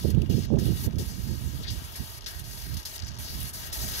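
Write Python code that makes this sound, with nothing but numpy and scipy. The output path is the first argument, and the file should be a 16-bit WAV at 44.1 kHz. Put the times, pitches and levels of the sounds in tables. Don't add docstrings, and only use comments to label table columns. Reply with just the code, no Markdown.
import sys
import numpy as np
from scipy import signal
from scipy.fft import rfft, irfft
from scipy.io import wavfile

SR = 44100
rng = np.random.default_rng(int(sys.argv[2]) if len(sys.argv) > 2 else 0)


def unload_wav(signal):
    wavfile.write(
        sys.argv[1],
        SR,
        np.round(np.clip(np.atleast_2d(signal).T, -1, 1) * 32767).astype(np.int16),
    )


def invert_db(x):
    u = np.asarray(x, float) / 20
    return 10 ** u


N = 176400

# time in seconds, level in dB, brightness in dB.
JET = [(0, -41, -2), (.3, -45, 3), (.45, -42.5, -2), (.6, -39, -1.5), (.72, -41.5, -1.5), (.84, -39, 3.5),
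       (1.0, -42, -0.5), (1.3, -44.5, -1), (1.6, -45, -1), (1.95, -43.5, -0.5), (2.15, -43, -0.5),
       (2.55, -42, 2), (2.7, -43.5, -0.5), (2.95, -39.5, 0), (3.2, -39, 0.5), (3.45, -39.5, 2),
       (3.66, -36.5, 0.5), (4, -33, 3)]
# start in seconds, end in seconds, treble loss in dB, share of it lost in the middle (0-1).
PLUGS = [(.113, .293, 21, .75), (.455, .584, 40, .86), (.862, .981, 22, .8), (1.64, 1.700, 9, .3),
         (2.18, 2.266, 22, .6), (2.24, 2.264, 18, .6), (2.402, 2.438, 7, .9), (2.748, 2.766, 9, .9),
         (2.798, 2.83, 9, .8), (2.822, 2.85, 40, .8), (2.965, 3.062, 19, .6), (3.045, 3.1, 10, .8),
         (3.088, 3.184, 21, .55), (3.165, 3.183, 14, .9), (3.5, 3.529, 14, .95), (3.672, 3.698, 10, .9),
         (3.688, 3.722, 19, .4)]
# frequency in Hz, level in dB per Hz.
HISS_COLOUR = [(300, -8.5), (1800, -5.5), (2400, -3.5), (4600, -3.5), (6800, -6), (8000, -6.5), (10500, -9),
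               (15000, -7.5)]
# frequency in Hz, width in Hz, boost in dB.
EDGE_TONES = [(1950, 250, 3), (2450, 250, -5), (4250, 500, 4), (5200, 250, 7), (6300, 600, 3),
              (8100, 500, -3), (9250, 400, -4), (10400, 800, 3), (11800, 500, 3)]
# frequency in Hz, difference in dB.
SHADOW = [(700, -1.5), (2300, -13), (3000, -15), (4700, -6.5), (6500, -2.5), (8600, -15.5), (11200, 8),
          (14800, -14.5)]
# frequency in Hz, level in dB per Hz.
SEEP_COLOUR = [(500, 1), (1100, 5), (2000, -6), (3200, 5), (4300, -4), (7000, -13.5), (9000, -15.5)]
# time in seconds, level in dB.
SEEP_LEVEL = [(0, -53), (1, -56.5), (1.9, -48), (2.6, -56), (3.4, -51.5), (4, -56)]
# frequency in Hz, level in dB per Hz.
WIND_COLOUR = [(22, -19), (40, -13), (65, -1), (110, -2.5), (220, -9.5), (400, -20.5), (800, -45),
               (1500, -82)]
# time in seconds, level in dB.
LEFT_WIND = [(0, -46.5), (.7, -39.5), (1.05, -47), (1.3, -49), (1.6, -50.5), (1.9, -46.5), (2.1, -62),
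             (2.3, -54), (2.48, -81), (2.7, -50.5), (3, -54), (3.15, -47.5), (3.3, -44), (4, -47)]
# middle in seconds, extra level in dB, length in seconds.
BUFFETS = [
    (0.851, 13, 0.0094),
    (1.005, 13.5, 0.029),
    (1.456, 8, 0.02),
    (1.609, 14.5, 0.023),
    (1.819, 8.5, 0.0069),
]
# time in seconds, level in dB.
RIGHT_WIND = [(0, -30.5), (.1, -26.5), (.8, -28.5), (1.6, -32.5), (1.9, -40), (2.9, -45), (3.6, -43)]
# middle in seconds, half length in seconds, level in dB.
GUSTS = [(0.05, 0.0091, -18.5), (0.085, 0.029, -24), (0.168, 0.034, -22.5), (0.23, 0.017, -22.5),
         (0.343, 0.061, -25.5), (0.553, 0.048, -18.5), (0.626, 0.01, -22.5), (0.688, 0.054, -25),
         (0.88, 0.016, -25.5), (0.99, 0.057, -31), (1.198, 0.015, -36), (1.314, 0.042, -30),
         (1.459, 0.032, -37.5), (1.544, 0.018, -33), (1.726, 0.052, -34.5), (2.016, 0.027, -31.5),
         (2.483, 0.14, -39.5), (2.72, 0.069, -32), (3.122, 0.12, -35.5), (3.398, 0.077, -33),
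         (3.658, 0.085, -45.5), (3.881, 0.093, -35)]
# time in seconds, peak level in dB.
KNOCKS = [(0.041, -33), (0.134, -47), (0.165, -41), (0.183, -43), (0.233, -48), (0.307, -48), (0.335, -36),
          (0.382, -39), (0.487, -41.5), (0.503, -29), (0.538, -27.5), (0.572, -27), (0.669, -35),
          (0.724, -39), (0.87, -49), (0.973, -49), (0.987, -46), (1.002, -43)]
# start in seconds, peak in dB, decay in seconds, treble in dB.
SPITS = [(0.102, -38, 0.0057, -2), (0.147, -44, 0.002, -6), (0.218, -40.5, 0.0032, -5.5),
         (0.26, -46.5, 0.0028, -10), (.297, -43, 0.14, -23), (.557, -55, 0.0019, -22),
         (0.585, -43, 0.012, -19), (.924, -42, 0.002, -10), (.957, -43, 0.0044, -7),
         (.984, -38.5, 0.035, -4), (1.681, -41, 0.034, -26), (1.703, -42, 0.046, -1.5),
         (1.84, -42, 0.0054, -20), (1.957, -40, 0.029, -1), (2.208, -38, .004, -20),
         (2.219, -47, 0.0065, -8), (2.234, -43, .002, -8), (2.242, -39, 0.0055, -29),
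         (2.261, -31.5, 0.027, -15), (2.395, -40.5, 0.003, 6.5), (2.741, -38, 0.0049, 0.5),
         (2.768, -33.5, 0.011, -9), (2.828, -40.5, 0.012, -8), (2.852, -34, 0.027, -6),
         (2.959, -39.5, 0.01, 1.5), (2.999, -31, 0.0028, -33), (3.021, -34, 0.004, -28),
         (3.404, -41, .004, 8), (3.428, -44, 0.0048, 8), (3.534, -45.5, .008, 9), (3.697, -45, 0.0027, 0),
         (3.728, -32.5, 0.022, -3)]
# time in seconds, peak level in dB.
TICKS = [(.538, -56), (.909, -44), (.931, -42), (2.819, -39), (2.980, -31), (2.992, -32), (3.036, -35),
         (3.060, -34), (3.069, -35), (3.108, -35), (3.117, -37), (3.137, -42), (3.144, -41), (3.152, -35),
         (3.167, -39), (3.175, -35), (3.185, -32), (3.265, -33), (3.719, -33)]
# start in seconds, rise in seconds, decay in seconds, level in dB, pitch in Hz.
GURGLES = [(.146, .001, 0.0027, -43.5, 2800), (0.218, .001, 0.003, -39.5, 2980),
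           (0.26, .001, 0.0025, -43.5, 2620), (.296, .002, 0.12, -45.5, 3060),
           (.557, .001, 0.0023, -44, 2865), (.585, .001, 0.0053, -44, 2100),
           (.909, 0.00089, .002, -48, 2000), (.924, .001, .002, -47, 2600),
           (.957, 0.00093, 0.0028, -49, 2800), (1.63, .004, 0.032, -40.5, 4000),
           (1.662, 0.032, .012, -33.5, 4140), (1.64, .01, 0.04, -44, 2050),
           (1.95, .004, 0.034, -45.5, 2000), (2.22, .002, .004, -43, 3800),
           (2.261, 0.0022, 0.076, -46, 1600), (2.262, .001, .012, -35, 3900),
           (2.999, 0.0011, .002, -36, 4200), (3.022, .001, .003, -37, 4500),
           (3.044, .002, 0.012, -42.5, 5750), (3.07, .016, 0.01, -37.5, 5350)]

CLOSE_S, OPEN_S, TREBLE_OPEN_S = 0.02, 0.002, 0.004
BASS_SHARE = 0.26
SEALED_DB = 23
SHARED = 0.6
FLUTTER = 0.12
RIGHT_LAG_S, ECHO_S, ECHO_DB = 0.00032, 0.005, -15
GUST_BRIGHTENS, LUMP_DB = 0.48, 3
KNOCK_LOW_HZ, KNOCK_HIGH_HZ, KNOCK_DB = 283, 926, 2
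SPIT_LOW_HZ, SPIT_HIGH_HZ = 2050, 8100
SPIT_ATTACK_S, TICK_S = 0.0005, 0.0016
GURGLE_WIDTH = 0.17
CUTOFF_HZ, BASS_CUT_HZ = 15720, 30


def rms_one(x):
    return x / np.sqrt(np.mean(x ** 2) + 1e-20)


def in_time(rows):
    s, *columns = np.transpose(rows)
    return [np.interp(np.arange(N) / SR, s, column) for column in columns]


def at_hz(points, hz):
    point_hz, point_db = np.transpose(points)
    return np.interp(np.log(hz + 1), np.log(point_hz), point_db)


def colour(x, db_at):
    return irfft(rfft(x) * invert_db(db_at(np.fft.rfftfreq(N, 1 / SR))), N)


def drift(rate_hz):
    r = np.exp(-40 * np.pi * rate_hz / SR)
    noise = rng.standard_normal(N // 20 + 4002)
    slow = signal.lfilter([1], [1, -2 * r, r * r], noise)[4000:]
    return np.interp(np.arange(N) / 20, np.arange(len(slow)), rms_one(slow - slow.mean()))


def bands(x, low_hz, high_hz, count):
    log_hz = np.log(np.fft.rfftfreq(N, 1 / SR) + 1)
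    centres = np.geomspace(low_hz, high_hz, count)
    spectrum = rfft(x)
    slices = []
    for hz, peak in zip(centres, np.eye(count)):
        share = np.interp(log_hz, np.log(centres), peak)
        slices.append((hz, irfft(spectrum * share, N)))
    return slices


def band_filter(low_hz, high_hz):
    return signal.butter(2, [low_hz, high_hz], "band", fs=SR, output="sos")


def pair(shared):
    common, own = rng.standard_normal(N), rng.standard_normal((2, N))
    return np.sqrt(shared) * common + np.sqrt(1 - shared) * own


def edge_tones(hz):
    return sum(db / (1 + (2 * (hz - f) / width) ** 2) for f, width, db in EDGE_TONES)


def plug_loss(open_s, share):
    t = np.arange(N) / SR
    loss = 0
    for start, end, db, middle in PLUGS:
        closing, clearing = (t - start) / CLOSE_S, (end - t) / open_s + 1
        loss = loss + db * share(middle) * np.clip(np.minimum(closing, clearing), 0, 1)
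    return loss


def jet():
    level_db, bright_db = in_time(JET)
    hiss = rms_one(colour(pair(SHARED), lambda hz: at_hz(HISS_COLOUR, hz) + edge_tones(hz)))
    bass_loss = plug_loss(OPEN_S, lambda m: BASS_SHARE * m)
    middle_loss = plug_loss(OPEN_S, lambda m: m)
    treble_loss = plug_loss(TREBLE_OPEN_S, lambda m: 1)
    flutter = FLUTTER * np.clip(drift(41), -2, 2)
    together = 0.22 * drift(3.2) + drift(58)
    out = 0
    for hz, band in bands(hiss, 497, 22000, count=11):
        bass = np.clip(np.log(4200 / hz) / np.log(2.6), 0, 1)
        treble = np.clip(np.log(hz / 5500) / np.log(1.7), 0, 1)
        loss = bass * bass_loss + (1 - bass - treble) * middle_loss + treble * treble_loss
        flicker = (1 - 0.13 * bass) * together + 1.56 * drift(7.3)
        choke = flutter * np.minimum(loss, 14) - loss
        out = out + band * invert_db(level_db + treble * bright_db + choke + flicker)
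    return out


def seep():
    sealed = 2 * np.clip(plug_loss(OPEN_S, lambda m: m ** 2) - SEALED_DB, 0, 10)
    gain = invert_db(in_time(SEEP_LEVEL)[0] + drift(12))
    noise = rms_one(colour(pair(0.32), lambda hz: at_hz(SEEP_COLOUR, hz) - 30 * (hz < 150)))
    (_, dull), (_, bright) = bands(noise, 3400, 4600, count=2)
    return gain * (dull * invert_db(-0.2 * sealed) + bright * invert_db(-sealed))


def wind(level_db, calm_db):
    noise = rng.standard_normal(N)
    noise = rms_one(colour(noise, lambda hz: at_hz(WIND_COLOUR, hz) - 40 * (hz < 18)))
    lumps = drift(13.3)
    out = 0
    for hz, band in bands(noise, 48, 1450, count=6):
        gust_db = GUST_BRIGHTENS * np.log2(hz / 90) * (level_db - calm_db)
        depth_db = LUMP_DB * np.clip(np.log2(hz / 25) / 3.3, 0, 1)
        lump_db = depth_db * (0.46 * lumps + 0.61 * drift(42))
        out = out + band * invert_db(level_db + gust_db + lump_db)
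    return out


def both_winds():
    t = np.arange(N) / SR
    buffets_db = sum(db * np.exp(-((t - s) / length) ** 2) for s, db, length in BUFFETS)
    left = wind(in_time(LEFT_WIND)[0] + buffets_db, calm_db=-44.5)
    gusts = sum(invert_db(db) * np.exp(-((t - s) / half) ** 4) for s, half, db in GUSTS)
    right_db = 20 * np.log10(invert_db(in_time(RIGHT_WIND)[0]) + gusts)
    return np.array([left, wind(right_db, calm_db=-21.5)])


def knocks():
    s, db = np.transpose(KNOCKS)
    clicks = np.full(N, 1e-18)
    clicks[(s * SR).astype(int)] = invert_db(db + KNOCK_DB) * rng.choice([-1, 1], len(s))
    band = band_filter(KNOCK_LOW_HZ, KNOCK_HIGH_HZ)
    dull = signal.sosfilt(np.vstack([band, band]), clicks)
    return dull * SR / (2 * (KNOCK_HIGH_HZ - KNOCK_LOW_HZ))


def spits():
    t, wet, dry = np.arange(N) / SR, np.zeros(N), np.zeros(N)
    ticks = [(s, db, TICK_S, -22) for s, db in TICKS]
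    for s, db, decay, treble_db in SPITS + ticks:
        attack = np.clip((t - s) / SPIT_ATTACK_S, 0, 1)
        shape = invert_db(db) * attack * np.exp(-np.clip(t - s, 0, 1) / decay)
        wet = wet + shape
        dry = dry + invert_db(treble_db) * shape
    spray = invert_db(1.2 * drift(150))
    middle = band_filter(SPIT_LOW_HZ, SPIT_HIGH_HZ)
    top = band_filter(SPIT_HIGH_HZ, CUTOFF_HZ)
    wet_noise = colour(pair(SHARED), lambda hz: 2 * edge_tones(hz))
    wet_noise = rms_one(signal.sosfilt(np.vstack([middle, middle]), wet_noise))
    dry_noise = rms_one(signal.sosfilt(top, pair(SHARED)))
    return spray * (wet * wet_noise + dry * dry_noise)


def gurgles():
    out, noise = np.zeros((2, N + SR)), pair(SHARED)
    t = np.arange(SR // 3) / SR
    for s, rise, decay, db, hz in GURGLES:
        i = int(s * SR)
        band = band_filter(hz * (1 - GURGLE_WIDTH), hz * (1 + GURGLE_WIDTH))
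        throb = rms_one(signal.sosfilt(band, noise[:, i:i + len(t)]))
        swell = np.minimum(t / rise, np.exp((rise - t) / decay))
        out[:, i:i + len(t)] += invert_db(db) * swell * throb
    return out[:, :N]


def ports(x):
    hz = np.fft.rfftfreq(N, 1 / SR)
    lags = rng.uniform(0.046, 1, (2, 12, 1))
    strength = invert_db(ECHO_DB - 1.9 * lags) * rng.choice([-1, 1], lags.shape)
    echoes = 1 + np.sum(strength * np.exp(-2j * np.pi * hz * ECHO_S * lags), axis=1)
    right = invert_db(at_hz(SHADOW, hz)) * np.exp(-2j * np.pi * hz * RIGHT_LAG_S)
    return irfft(rfft(x) * echoes * [np.ones_like(right), right], N)


def scene():
    winds = both_winds()
    cap = jet() + spits() + gurgles() + seep()
    return ports(cap) + winds + knocks() * [[0], [1]]


def top_cut(x):
    return signal.sosfilt(signal.butter(12, 15900, fs=SR, output="sos"), x)


def record(dry):
    def ends_db(hz):
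        top = -90 * np.clip((hz - CUTOFF_HZ) / 200, 0, 1)
        return top - 10 * np.log10(1 + (BASS_CUT_HZ / (hz + 1)) ** 6)
    return top_cut(colour(dry, ends_db))


dry = scene()
out = record(dry)
unload_wav(out)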